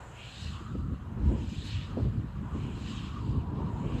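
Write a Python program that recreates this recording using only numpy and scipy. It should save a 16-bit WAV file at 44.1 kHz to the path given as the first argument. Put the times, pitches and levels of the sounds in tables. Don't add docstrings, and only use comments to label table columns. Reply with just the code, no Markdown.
import sys
import numpy as np
from scipy import signal
from scipy.fft import rfft, irfft
from scipy.io import wavfile
from scipy.ndimage import uniform_filter1d

SR = 44100
rng = np.random.default_rng(int(sys.argv[2]) if len(sys.argv) > 2 else 0)


def bounce(signal):
    frames = np.transpose(np.atleast_2d(signal))
    limited = np.clip(frames, -1, 1)
    pcm = np.round(limited * 32767).astype(np.int16)
    wavfile.write(sys.argv[1], SR, pcm)


N = 176400
T = np.arange(N) / SR


# start_s, level_db, attack_s, length_s
DOWNSTROKES = [(-.08, -66, .06, 0.63), (1.238, -70, 0.06, .43), (2.391, -67, 0.23, 0.58),
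               (3.668, -70.5, .06, .4)]
# pitch_hz, relative_db_per_hz
TIP_HISS_COLOUR = [(2000, 3.5), (2800, 5), (4000, -32), (5600, -11.5), (6400, 2.5), (7100, 10), (7900, 5.5),
                   (8700, -7), (14000, -19)]
TIP_RELEASE_S = 0.23

# time_s, centre_hz, level_db
RUSH = [(0.0, 947, -54), (0.09, 925, -55.5), (.25, 962, -63), (0.43, 1085, -64), (.55, 1154, -50),
        (0.68, 1242, -49), (0.74, 1190, -56), (1.0, 1213, -56), (1.11, 928, -55.5), (1.33, 960, -53.5),
        (1.5, 996, -64), (1.69, 1047, -59.5), (1.78, 1201, -59.5), (1.88, 1135, -52), (1.96, 1039, -50),
        (2.13, 1148, -65), (2.36, 1100, -58), (2.52, 1050, -49.5), (2.66, 1001, -55), (2.78, 1017, -51.5),
        (2.85, 1093, -54.5), (3.04, 1100, -50.5), (3.19, 1167, -50), (3.29, 945, -52.5),
        (3.57, 999.4, -47.5), (3.77, 949, -46.5), (4.0, 1021, -51)]
RUSH_WIDTH_HZ, RUSH_TRIM_DB = 476, -3.5
CORE_WIDTH_HZ, CORE_TRIM_DB = 105, -6.5
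CORE_WANDER_HZ, CORE_WANDER_RATE_HZ = 85, 14
CORE_FLUTTER_DB, CORE_FLUTTER_RATE_HZ = 3.5, 13

# time_s, level_db
GEAR = [(0, -65), (.9, -74), (1.3, -63), (1.6, -73), (1.96, -60.5), (2.2, -71), (3.1, -68), (3.4, -58),
        (3.75, -59), (4, -59)]
GEAR_HZ, GEAR_WIDTH_HZ = 957, 14
HUM_HZ, HUM_WIDTH_HZ, HUM_DB = 117.1, 9.8, -52.5

# time_s, level_db
WIND = [(0, -62), (.28, -55), (.46, -45), (.68, -40), (.75, -34.5), (.92, -34.5), (1.0, -40.5), (1.15, -37),
        (1.27, -28), (1.36, -32.5), (1.52, -35), (1.77, -39), (1.86, -38.5), (2.06, -33), (2.22, -34),
        (2.32, -40), (2.41, -32.5), (2.51, -40.5), (2.56, -33.5), (2.85, -36), (3.15, -36.5), (3.33, -31),
        (3.45, -35.5), (3.6, -32.5), (3.75, -33.5), (4, -33)]
# pitch_hz, relative_db_per_hz
RUMBLE_COLOUR = [(20, -23), (30, -1.5), (40, -10), (52, -3), (68, -2.5), (115, -2), (160, -6.5),
                 (230, -9.5), (320, -18), (450, -29), (700, -47), (1500, -70)]
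DEEP_HZ, DEEP_LUMPS_DB, UPPER_LUMPS_DB, LUMPS_RATE_HZ = 100, 2.6, 1.8, 24
STEADY_WINDOW_S = 0.05

# time_s, level_db
BREEZE = [(0, -46), (.35, -49.5), (.8, -56), (1.3, -47.5), (1.6, -54.5), (1.95, -49), (2.25, -50.5),
          (2.55, -49), (3.1, -53), (3.45, -56), (3.65, -51), (4, -47.5)]
# pitch_hz, relative_db_per_hz
AIR_COLOUR = [(30, 15.5), (120, 11.5), (300, -1), (550, -.5), (760, -2), (1000, -4), (1450, -2.5),
              (1900, -9), (2150, -13), (3000, -17.5), (4500, -33), (5600, -33), (7300, -28), (9000, -39)]
FLOOR_DB, FLOOR_FLUTTER_DB = -78.5, 0.7

# peak_s, level_db, half_length_s, centre_hz
FLARES = [(0.238, -50.5, 0.061, 2786), (0.383, -55.5, 0.11, 3920), (.55, -56.5, .035, 3050),
          (1.39, -62.5, 0.078, 2820), (1.688, -53.5, .08, 3970), (1.763, -51, 0.053, 3006),
          (2.679, -58.5, 0.092, 2760), (2.92, -60, 0.03, 3910), (3.05, -56, 0.054, 3140),
          (3.92, -57.5, 0.077, 2750)]
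FLARE_WIDTH_HZ, FLARE_CLIMB_HZ_PER_S = 1030, 1300

# nearest_s, level_db, approach_s, retreat_s, treble_db, wake_db
PASSES = [(.465, -52, 0.14, 0.11, 3.5, -71), (1.726, -47, 0.11, .1, 1, -69),
          (2.959, -50.5, 0.15, 0.16, -2, -64), (4.1, -56, .2, .2, -1, -68)]
# pitch_hz, relative_db_per_hz
SWISH_COLOUR = [(880, -57), (1500, -4), (1730, -4), (1930, -0.5), (2120, -9.5), (2280, -1), (2940, 4.5),
                (3510, -2.5), (3710, 0), (4230, -1.5), (4560, -8.5), (5100, -7), (5600, -14.5),
                (6090, -11.5), (7770, -11.5), (8140, -15.5), (8860, -27), (14000, -41)]
PASS_FALLOFF = 1.57
TREBLE_HZ, TREBLE_LEAD_S = 4170, 0.037
# pitch_hz, relative_db_per_hz
CREST_COLOUR = [(3200, -21), (3800, 13), (4400, -13), (5000, -2), (5600, -11), (7700, 0), (8700, -20),
                (14000, -32)]
CREST_LEAD_S, CREST_HALF_S, CREST_DB = 0.043, 0.024, -57.5
# pitch_hz, relative_db_per_hz
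WAKE_COLOUR = [(2200, -41), (2800, 14), (3400, 8), (4400, 7.5), (4800, 9.5), (5600, -19), (7300, 2),
               (8600, -10)]
WAKE_LAG_S, WAKE_HALF_S = 0.32, 0.09

# peak_s, level_db, half_length_s
THUMPS = [(0.475, -36, 0.055), (0.796, -33, 0.029), (0.927, -30.5, .018), (1.243, -25.5, 0.028),
          (1.286, -23.5, 0.011), (1.342, -26, 0.0065), (1.433, -38, 0.019), (1.579, -29, 0.012),
          (1.759, -31.5, .025), (1.93, -26.5, 0.0043), (2.024, -25, 0.0081), (2.074, -26.5, 0.023),
          (2.186, -27, 0.011), (2.541, -30, 0.018), (2.62, -35.5, 0.011), (3.307, -26, 0.0091),
          (3.371, -26.5, 0.015), (3.636, -31.5, 0.021), (3.86, -26.5, 0.0084), (3.946, -30, 0.013)]
# pitch_hz, relative_db_per_hz
THUMP_COLOUR = [(25, -22.5), (48, -1), (75, 2.5), (115, -2.5), (170, -12.5), (300, -37.5)]
# peak_s, level_db, attack_s, decay_s, top_hz
BUFFETS = [(0.611, -41.5, 0.0077, 0.019, 377), (.71, -57, 0.0033, 0.025, 342),
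           (0.752, -35, 0.001, 0.011, 960), (0.831, -44, .008, 0.005, 450), (.92, -38, .014, 0.029, 517),
           (1.19, -37.5, 0.017, 0.028, 430), (1.307, -31, 0.015, 0.053, 640),
           (1.974, -25.5, 0.0036, 0.025, 770), (2.059, -34.5, .012, 0.025, 476),
           (2.183, -38.5, .006, 0.024, 333), (2.551, -33, 0.0064, .03, 489),
           (2.68, -44.5, 0.033, 0.17, 550), (3.3, -42, 0.13, 0.31, 432), (3.619, -38, 0.12, 0.11, 745),
           (3.85, -36, 0.027, 0.097, 743), (3.95, -35.5, 0.027, 0.069, 640)]
# pitch_hz, relative_db_per_hz
BUFFET_COLOUR = [(60, -22), (150, -1.5), (240, 2.5), (400, -5.5), (560, -11.5), (740, -16.5), (900, -22),
                 (1500, -24.5), (3000, -56)]

PATCH_EDGES_HZ = np.geomspace(1500, 9000, 14)
PATCH_DB, PATCH_RATE_HZ = 2.1, 18
LOW_CUT_HZ, CUTOFF_HZ, EDGE_FADE_S = 47.6, 14250, 0.004


def from_db(db):
    return 10 ** (np.asarray(db) / 20)


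def rms_one(x):
    return x / np.sqrt(np.mean(x ** 2) + 1e-20)


def in_time(rows):
    times, *columns = np.transpose(rows)
    return [np.interp(T, times, column) for column in columns]


def drift(rate_hz):
    hz = np.arange(N // 2 + 1) * SR / N
    spectrum = rfft(rng.standard_normal(N))
    return rms_one(irfft(spectrum / (1 + (hz / rate_hz) ** 2), N))


def flutter(depth_db, rate_hz):
    return from_db(depth_db * drift(rate_hz))


def noise(colour):
    hz, db = np.transpose(colour)
    bins = np.arange(1, N // 2 + 2) * SR / N
    outside = np.minimum(1, np.minimum(bins / hz[0], hz[-1] / bins)) ** 2
    gain = from_db(np.interp(np.log(bins), np.log(hz), db)) * outside
    return rms_one(irfft(rfft(rng.standard_normal(N)) * gain, N))


def narrow_noise(hz, width_hz):
    phase = 2 * np.pi * np.cumsum(hz * np.ones(N)) / SR
    return drift(width_hz / 2) * np.cos(phase) + drift(width_hz / 2) * np.sin(phase)


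def evened(x, window_s):
    size = max(int(window_s * SR), 2)
    power = uniform_filter1d(uniform_filter1d(x ** 2, size), size)
    return x / np.sqrt(power + 1e-9)


def patchy(x):
    band = np.searchsorted(PATCH_EDGES_HZ, np.arange(N // 2 + 1) * SR / N)
    spectrum = rfft(x)
    out = 0
    for k in np.unique(band):
        out = out + irfft(spectrum * (band == k), N) * flutter(PATCH_DB, PATCH_RATE_HZ)
    return rms_one(out)


def swell(peak_s, half_s):
    return np.exp(-0.5 * ((T - peak_s) / half_s) ** 2)


def tip_hiss():
    level = 0
    for start_s, db, attack_s, length_s in DOWNSTROKES:
        opening = np.clip((T - start_s) / attack_s, 0, 1)
        dying = np.exp(-np.maximum(T - start_s - length_s, 0) / TIP_RELEASE_S)
        level = level + from_db(db) * opening * dying
    return level * patchy(noise(TIP_HISS_COLOUR))


def rotor_rush():
    hz, db = in_time(RUSH)
    wide = from_db(RUSH_TRIM_DB) * narrow_noise(hz, RUSH_WIDTH_HZ)
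    core_hz = hz + CORE_WANDER_HZ * drift(CORE_WANDER_RATE_HZ)
    core = from_db(CORE_TRIM_DB) * narrow_noise(core_hz, CORE_WIDTH_HZ)
    core = core * flutter(CORE_FLUTTER_DB, CORE_FLUTTER_RATE_HZ)
    return from_db(db) * (wide + core)


def gear_whine():
    db, = in_time(GEAR)
    return from_db(db) * narrow_noise(GEAR_HZ, GEAR_WIDTH_HZ)


def drive_hum():
    return from_db(HUM_DB) * narrow_noise(HUM_HZ, HUM_WIDTH_HZ)


def microphone_wind():
    db, = in_time(WIND)
    flow = noise(RUMBLE_COLOUR)
    deep = signal.sosfiltfilt(signal.butter(3, DEEP_HZ, fs=SR, output="sos"), flow)
    upper = flow - deep
    lumpy = deep * flutter(DEEP_LUMPS_DB, LUMPS_RATE_HZ) + upper * flutter(UPPER_LUMPS_DB, LUMPS_RATE_HZ)
    return from_db(db) * evened(lumpy, STEADY_WINDOW_S)


def open_air():
    db, = in_time(BREEZE)
    breeze = from_db(db) * noise(AIR_COLOUR)
    hiss = from_db(FLOOR_DB) * rng.standard_normal(N) * flutter(FLOOR_FLUTTER_DB, rate_hz=12)
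    return breeze + hiss


def climbing_flares():
    steep = signal.butter(4, FLARE_WIDTH_HZ / 2, fs=SR, output="sos")
    out = 0
    for peak_s, db, half_s, centre_hz in FLARES:
        hz = centre_hz + FLARE_CLIMB_HZ_PER_S * (T - peak_s)
        phase = 2 * np.pi * np.cumsum(hz) / SR
        a, b = signal.sosfilt(steep, rng.standard_normal((2, N)))
        band = rms_one(a * np.cos(phase) + b * np.sin(phase))
        out = out + from_db(db) * swell(peak_s, half_s) * band
    return out


def bright_crest():
    level = sum(swell(nearest_s - CREST_LEAD_S, CREST_HALF_S) for nearest_s, *_ in PASSES)
    return from_db(CREST_DB) * level * noise(CREST_COLOUR)


def passing_level(t, peaks_db):
    power = 0
    for (nearest_s, _, approach_s, retreat_s, *_), peak_db in zip(PASSES, peaks_db):
        distance = np.hypot(1, (t - nearest_s) / np.where(t < nearest_s, approach_s, retreat_s))
        power = power + (from_db(peak_db) / distance ** PASS_FALLOFF) ** 2
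    return np.sqrt(power)


def blade_swish():
    _, db, _, _, treble_db, _ = np.transpose(PASSES)
    edge = patchy(noise(SWISH_COLOUR))
    body = signal.sosfiltfilt(signal.butter(2, TREBLE_HZ, fs=SR, output="sos"), edge)
    treble = edge - body
    swish = body * passing_level(T, db) + treble * passing_level(T + TREBLE_LEAD_S, db + treble_db)
    return swish * flutter(depth_db=1.78, rate_hz=7.5)


def thumps():
    level = sum(from_db(db) * swell(peak_s, half_s) for peak_s, db, half_s in THUMPS)
    return level * evened(noise(THUMP_COLOUR), window_s=0.025)


def buffets():
    flow, out = noise(BUFFET_COLOUR), 0
    for peak_s, db, attack_s, decay_s, top_hz in BUFFETS:
        stretch = np.roll(flow, rng.integers(N))
        burst = signal.sosfilt(signal.butter(4, top_hz, fs=SR, output="sos"), stretch)
        level = from_db(db) * np.exp(-np.abs(T - peak_s) / np.where(T < peak_s, attack_s, decay_s))
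        out = out + level * evened(burst, window_s=0.014)
    return out


def blade_wake():
    level = 0
    for nearest_s, *_, wake_db in PASSES:
        level = level + from_db(wake_db) * swell(nearest_s + WAKE_LAG_S, WAKE_HALF_S)
    return level * noise(WAKE_COLOUR)


def scene():
    blades = tip_hiss() + climbing_flares() + bright_crest() + blade_swish() + blade_wake()
    rotor = rotor_rush() + gear_whine() + drive_hum()
    wind = microphone_wind() + open_air() + thumps() + buffets()
    return (blades + rotor + wind)[None]


def record(dry):
    thinned = signal.sosfilt(signal.butter(4, LOW_CUT_HZ, "high", fs=SR, output="sos"), dry)
    eased = thinned * np.minimum(1, np.minimum(T, T[::-1]) / EDGE_FADE_S)
    return signal.sosfilt(signal.ellip(12, 0.2, 80, CUTOFF_HZ, fs=SR, output="sos"), eased)


dry = scene()
out = record(dry)
bounce(out)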